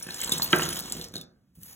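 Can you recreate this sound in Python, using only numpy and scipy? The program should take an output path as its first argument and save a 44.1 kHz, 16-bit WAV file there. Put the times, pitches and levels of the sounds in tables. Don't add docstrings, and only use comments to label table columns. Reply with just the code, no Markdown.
import sys
import numpy as np
from scipy import signal
from scipy.fft import rfft, irfft, next_fast_len
from scipy.io import wavfile
from scipy.ndimage import uniform_filter1d

SR = 44100
rng = np.random.default_rng(int(sys.argv[2]) if len(sys.argv) > 2 else 0)


def linear_from_db(decibels):
    return 10 ** (np.asarray(decibels, float) / 20)


def unload_wav(signal):
    wavfile.write(
        sys.argv[1],
        SR,
        np.round(np.clip(np.atleast_2d(signal).T, -1, 1) * 32767).astype(np.int16),
    )


N = 77175

# time in seconds, level in dB.
SCRAPE_LEVEL = [(0, -50), (.19, -39), (.21, -35), (.33, -35.5), (.41, -41.5), (.45, -36), (.5, -39.5),
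                (.57, -33), (.78, -36.5), (.8, -38), (.825, -46.5), (.9, -40.5), (1.05, -46.5), (1.07, -58),
                (1.13, -64.5), (1.15, -47), (1.23, -65), (1.3, -120)]
# frequency in Hz, density in dB per Hz.
CLOTH_COLOUR = [(300, 0), (1000, 0), (2400, -0.5), (3800, 1), (7500, 0), (12000, -5), (16000, -4.5)]
BROOCH_MODES = [3050, 3700, 4300, 5500, 6400, 7600, 8700, 10050, 11400, 12400, 14050, 15300]
# start in seconds, peak in dB, ring in Hz.
CLINKS = [(0.0253, -33.5, 5660), (0.1062, -27.5, 4140), (0.1437, -27.5, 7530), (0.2034, -26, 3030),
          (0.2149, -23.5, 7780), (0.2448, -25, 7640), (0.2947, -24.5, 7660), (0.3209, -12.5, 3840),
          (0.382, -27, 7570), (0.4209, -29.5, 7410), (0.6215, -16, 2930), (0.631, -23.5, 7180),
          (0.7312, -35, 6600), (0.8584, -37.5, 7750), (0.8984, -32, 7570), (0.9224, -21, 7344),
          (1.0128, -24.5, 3470), (1.042, -34, 5560), (1.0856, -44, 6470), (1.1387, -31.5, 3750),
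          (1.1554, -27.5, 4190), (1.1643, -24, 3790), (1.1794, -33, 3760), (1.2121, -31.5, 3576)]
# start in seconds, peak in dB, ring in Hz.
TINKS = [(0.0687, -40.5, 10760), (0.2039, -35, 15300), (0.2338, -28, 14500), (0.274, -34, 10860),
         (0.3212, -23, 9830), (0.3343, -26.5, 10400), (0.38, -33.5, 10650), (0.4274, -24, 13700),
         (0.5242, -34.5, 9900), (0.5609, -20, 13600), (0.586, -28, 9700), (0.6892, -28, 10530),
         (0.7039, -31, 10400), (0.7296, -32.5, 10500), (0.7887, -34.5, 15600), (0.922, -40, 9580),
         (0.9948, -40, 11570), (1.026, -42, 11500), (1.1393, -52, 14990), (1.1554, -61, 11960),
         (1.1812, -46, 9230), (1.2126, -71.5, 10700)]
# start in seconds, peak in dB, ring in Hz, t60 in seconds.
PINGS = [(0.026, -32.5, 8760, 0.11), (0.319, -19, 3535, 0.044), (.3225, -27.5, 6250, .025),
         (0.3222, -20.5, 12740, 0.017), (0.4207, -13, 4345, 0.021), (0.4295, -19, 14030, 0.06),
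         (0.4429, -19, 14060, .05), (.732, -25, 9520, .06), (.759, -37, 15300, .08),
         (.761, -41, 11300, .08), (1.634, -45, 11470, 0.14), (1.632, -46, 9140, .03)]
# start in seconds, peak in dB, centre in Hz, length in seconds.
TICKS = [(0.0005, -38, 8000, .003), (0.009, -40, 11000, .003), (0.030, -34, 14000, .003),
         (0.0695, -32, 8000, .001), (0.192, -31, 6000, .002), (0.204, -28, 10000, .002),
         (0.3815, -26, 9000, .002), (0.5496, -32, 7000, .003), (0.610, -31, 6400, .003),
         (0.6888, -28, 12000, .002), (0.7455, -32, 8000, .002), (0.7575, -31, 9000, .003),
         (0.7745, -32, 7000, .003), (0.7915, -19, 9000, .0012), (0.7985, -26, 10000, .0025),
         (0.806, -25, 10000, .002), (0.5227, -29, 9000, .004), (0.429, -24, 15000, .002),
         (1.0415, -37, 9000, .002), (0.8275, -38, 7000, .002), (0.9228, -32, 8000, .0015),
         (1.0844, -44, 7000, .002), (1.122, -48, 6000, .002), (1.140, -31, 12000, .001),
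         (1.156, -38, 9000, .002), (1.165, -30, 5500, .001), (1.1745, -39, 6000, .001),
         (1.180, -39, 8000, .002), (1.2135, -32, 7000, .001), (1.220, -45, 6000, .0015),
         (1.239, -52, 6000, .001), (1.6325, -30, 11000, .0012)]
# mode in Hz, level in dB, t60 in seconds.
KNOCK_MODES = [(162.3, -13, 0.49), (198.9, -8, 0.1), (278, -2.5, 0.019), (350.1, -2.5, 0.069),
               (505.8, -13, 0.042), (600, -10.5, .04), (864, -10.5, 0.014), (1040, -4.5, 0.0097),
               (1367, 1, 0.023), (1587, -2, 0.047), (1977, -2, 0.024), (2454, 3.5, 0.01),
               (3017, 5.5, 0.0091), (3750, -4.5, 0.0063)]
# frequency in Hz, density in dB per Hz.
SHUDDER_COLOUR = [(100, -31), (300, -1), (1200, -3), (3000, -12.5), (4500, -41)]
# start in seconds, peak in dB, contact in Hz, deep table ring over the peak in dB.
BUMPS = [(0.011, -43, 1598, -10.5), (0.037, -46.5, 1685, -11), (0.066, -38, 1790, 8.5),
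         (0.088, -32.5, 1660, -7), (0.222, -32, 2135, -17), (0.276, -35.5, 1030, 2),
         (0.293, -30.5, 1072, -4.5), (0.32, -37.5, 2504, 15.5), (0.397, -27, 1119, -3),
         (0.493, -41.5, 1450, -4.5), (0.595, -21, 1740, -12.5), (0.621, -27, 1517, 3),
         (1.14, -42.5, 1594, 10), (1.156, -43.5, 890, 14.5)]
# time in seconds, level in dB.
PALM_LEVEL = [
    (1.53, -100),
    (1.543, -77),
    (1.555, -58),
    (1.585, -63),
    (1.63, -50.5),
    (1.665, -48),
    (1.7, -49),
    (1.724, -48.5),
    (1.75, -52),
]
# frequency in Hz, density in dB per Hz.
PALM_COLOUR = [(500, -15.5), (2000, -13), (6000, -10), (11000, -1.5), (16000, -4)]
# mode in Hz, width in Hz, level in dB.
TABLE_MODES = [(58, 44, -14), (104, 33, -25.5), (169.1, 14, 5.5), (203.2, 3.3, 0.5), (251.7, 290, 11),
               (358.4, 45, 1), (457, 92, 1.5), (810, 440, -24)]
# time in seconds, level in dB.
LOAD_LEVEL = [(0, -56.5), (.1, -60), (.3, -44), (.45, -45.5), (.6, -40.5), (.8, -45), (1.02, -43),
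              (1.09, -54.5), (1.17, -47), (1.26, -59.5), (1.33, -83), (1.54, -89), (1.58, -66.5),
              (1.67, -68)]
# time in seconds, level in dB.
HEEL_LEVEL = [
    (1.55, -88),
    (1.58, -56),
    (1.63, -56),
    (1.7, -62.5),
    (1.75, -73),
]
# frequency in Hz, t60 in seconds.
ROOM_DECAY = [(200, 0.47), (1500, 0.56), (3000, 0.1), (4500, 0.27), (10000, 0.063)]
# frequency in Hz, density in dB per Hz.
AIR_COLOUR = [(25, -16), (50, 2), (125, 1), (240, -1), (350, -17), (800, -26), (2500, -31), (16000, -37)]
# frequency in Hz, lead of the left in radians, left minus right in dB.
SPREAD = [(0, 0, -1), (400, -.4, -3.5), (1300, .3, -2), (2400, 1.6, -3), (3300, 1.3, .5), (4000, 2.0, 0),
          (4750, 3.14, 0), (15300, 18.85, 0), (22050, 28.9, 0)]

BROOCH_T60_S = 0.017
GRAINS_PER_S, GRAIN_SPREAD_DB = 700, 2.8
CHATTER_S = 0.0018


def evened(x):
    return x / np.sqrt(np.mean(x ** 2) + 1e-20)


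def coloured(x, points):
    f, db = np.transpose(points)
    hz = np.fft.rfftfreq(N, 1 / SR)
    gain = linear_from_db(np.interp(np.log(hz + 1), np.log(f), db))
    return irfft(rfft(x) * gain, N)


def above(x, edge_hz):
    return signal.sosfilt(signal.butter(4, edge_hz, "high", fs=SR, output="sos"), x)


def envelope(rows):
    s, db = np.transpose(rows)
    return linear_from_db(np.interp(np.arange(N) / SR, s, db))


def flicker(size, depth_db, highest):
    wander = uniform_filter1d(uniform_filter1d(rng.standard_normal(N), size=size), size=size)
    return linear_from_db(depth_db * np.clip(evened(wander), -2, highest))


def add(mix, s, sound):
    part = mix[round(s * SR):][:len(sound)]
    part += sound[:len(part)]


def ring(hz, db, t60, size=6000):
    t = np.arange(size) / SR
    return linear_from_db(db - 60 * t / t60) * np.sin(2 * np.pi * hz * t)


def clicks(per_s, spread_db):
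    happens, sign, size = rng.random((N, 3)).T
    size_db = spread_db * np.minimum(-np.log(size + 1e-9), 3)
    return (happens < per_s / SR) * np.sign(sign - .5) * linear_from_db(size_db)


def struck(sound, length_s):
    t = np.arange(500) / SR
    push, happens = rng.random((500, 2)).T
    hits = (push - .5) * (happens < .06) * np.exp(-t / length_s)
    hits[0] = .2
    out = signal.oaconvolve(sound, hits)
    return out * abs(sound).max() / abs(out).max()


def table(push):
    out = 0
    for hz, width, db in TABLE_MODES:
        mode = ring(hz, db, 4.54 / width, size=16000) * np.sqrt(width)
        out = out + signal.oaconvolve(push, mode)[:len(push)]
    return out


def scrape():
    modes = np.outer(BROOCH_MODES, [.94, 1, 1.06]).ravel()
    catches = clicks(GRAINS_PER_S, GRAIN_SPREAD_DB)
    piece = rng.integers(0, len(modes), (N, 3))
    grains = 0
    for k, hz in enumerate(modes):
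        hits = catches * (piece == k).any(1)
        grains = grains + signal.oaconvolve(hits, ring(hz, 0, BROOCH_T60_S, size=1500))[:N]
    grains = evened(coloured(grains, CLOTH_COLOUR))
    friction = flicker(250, 2.2, 1.5)
    rub = evened(coloured(rng.standard_normal(N), CLOTH_COLOUR))
    return envelope(SCRAPE_LEVEL) * friction * (linear_from_db(-2) * grains + linear_from_db(-5) * rub)


def clink(luck, peak_db, hz, t60=0.025):
    metal = 0.6 * ring(hz, 0, t60)
    metal += 0.35 * ring(hz * (1.004 + 0.02 * luck[0]), 0, 0.6 * t60)
    for u, f in zip(luck[1:], BROOCH_MODES):
        side_db = -3.5 - 20 * u - 9.5 * abs(np.log2(f / hz))
        metal += ring(f * (.96 + 0.048 * luck[0]), side_db, BROOCH_T60_S)
    metal = struck(metal, CHATTER_S)
    t = np.arange(len(metal)) / SR
    lowpass = signal.butter(1, min(1.5 * hz, 20000), fs=SR)
    crack = evened(signal.lfilter(*lowpass, rng.standard_normal(len(metal)))) * np.exp(-t / .0022)
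    return linear_from_db(peak_db) * above(metal + linear_from_db(-8.5) * crack, 3700)


def clinks():
    out = np.zeros(N)
    for rows in (CLINKS, TINKS, PINGS):
        for row, luck in zip(rows, rng.random((len(rows), len(BROOCH_MODES) + 1))):
            add(out, row[0], clink(luck, *row[1:]))
    return out


def ticks():
    out, t = np.zeros(N), np.arange(900) / SR
    for s, peak_db, hz, length_s in TICKS:
        band = signal.butter(1, [.45 * hz, min(1.8 * hz, 20000)], "band", fs=SR)
        burst = evened(above(signal.lfilter(*band, rng.standard_normal(900)), 3000))
        shape = np.minimum(t / .0002, 1) * np.exp(-t / length_s)
        add(out, s, linear_from_db(peak_db) * burst * shape)
    return out


def knock():
    knock_s, knock_db, bass_lag_s = .5295, -11.5, .004
    out, t = np.zeros(N), np.arange(N) / SR - knock_s
    for hz, db, t60 in KNOCK_MODES:
        mode = ring(hz, knock_db + db, t60, size=16000)
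        if hz > 900:
            mode = struck(mode, 0.0017)
        add(out, knock_s + bass_lag_s * max(1 - hz / 3200, 0), mode)
    skid = linear_from_db(-29) * np.exp(np.minimum(t, 0) / .004)
    shake = linear_from_db(-26 - 60 * np.maximum(t, 0) / 0.3)
    shudder = evened(coloured(rng.standard_normal(N), SHUDDER_COLOUR))
    return above(out + shudder * np.where(t > 0, shake, skid), 170)


def bumps():
    out = np.zeros(N)
    push = uniform_filter1d(np.eye(1, 12000, 40)[0], size=40)
    deep = table(push)
    deep = above(deep / abs(deep).max(), 120)
    for s, peak_db, hz, deep_db in BUMPS:
        contact = ring(hz, peak_db, 0.0095) + ring(1.45 * hz, peak_db - 2, 0.0082)
        add(out, s, struck(contact, CHATTER_S))
        add(out, s, linear_from_db(peak_db + deep_db) * deep)
    return out


def palm():
    grain = rng.standard_normal(N) + 0.15 * clicks(GRAINS_PER_S, GRAIN_SPREAD_DB)
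    band = evened(signal.oaconvolve(grain, ring(6900, 0, .003, size=800))[:N])
    growth = np.clip((np.arange(N) / SR - 1.64) / 0.19, 0, 1)
    rub = evened(coloured(grain, PALM_COLOUR)) + linear_from_db(-5) * band * growth
    return envelope(PALM_LEVEL) * flicker(200, 1.8, 2) * rub


def rumble():
    slips = clicks(300, 3.)
    load = evened(table(uniform_filter1d(slips, size=12)))
    heel = evened(signal.oaconvolve(uniform_filter1d(slips, size=80), ring(158, 0, 0.03))[:N])
    return envelope(LOAD_LEVEL) * load + envelope(HEEL_LEVEL) * heel


def room(x):
    taps = np.zeros((2, SR))
    starts = np.arange(200, SR - 20, 20)
    at = starts + rng.integers(0, 20, (2, len(starts)))
    np.put_along_axis(taps, at, rng.choice([-1., 1.], at.shape), 1)
    hz, t, z = signal.stft(taps, SR, nperseg=256)
    f, t60 = np.transpose(ROOM_DECAY)
    t60 = np.interp(np.log(hz + 1), np.log(f), t60)[:, None]
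    tail = signal.istft(z * linear_from_db(-60 * t / t60), SR, nperseg=256)[1]
    wet = signal.fftconvolve(x[None], tail / np.linalg.norm(tail[0]), axes=1)[:, :N]
    tilt = [(1000, 0.0037), (16000, 0)]
    return linear_from_db(-5.5) * coloured(wet, tilt)


def still_air():
    noise = rng.standard_normal((2, N)) + 3 * rng.standard_normal(N)
    return linear_from_db(-66) * evened(coloured(noise, AIR_COLOUR))


def scene():
    near = scrape() + palm() + clinks() + bumps() + ticks()
    low, blow = rumble(), knock()
    air = still_air()
    return near + low + blow + room(near + .55 * blow + 0.037 * low) + air


def low_pass(x):
    return signal.sosfilt(signal.butter(12, 16690, fs=SR, output="sos"), x)


def record(dry):
    size = next_fast_len(N + 2048)
    hz = np.fft.rfftfreq(size, 1 / SR)
    left, right = rfft(dry, size)
    f, lead, balance_db = np.transpose(SPREAD)
    lead = np.interp(hz, f, lead)
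    lead = lead - .2 * np.sin(2 * lead)
    half = linear_from_db(np.interp(hz, f, balance_db) / 2)
    width = np.clip((2800 - hz) / 900, .02, 1) * np.clip(hz / 900, 0, .8)
    mid, side = (left + right) / 2, (left - right) / 2 * width
    high_cut = linear_from_db(-35 * np.clip((hz - 15850) / 150, 0, 1))
    low_cut = 1 / np.sqrt(1 + (46 / (hz + 1)) ** 10)
    pair = np.array([(mid + side) * half * np.exp(1j * lead), (mid - side) / half])
    return low_pass(irfft(pair * high_cut * low_cut, size)[:, :N])


dry = scene()
out = record(dry)
unload_wav(out)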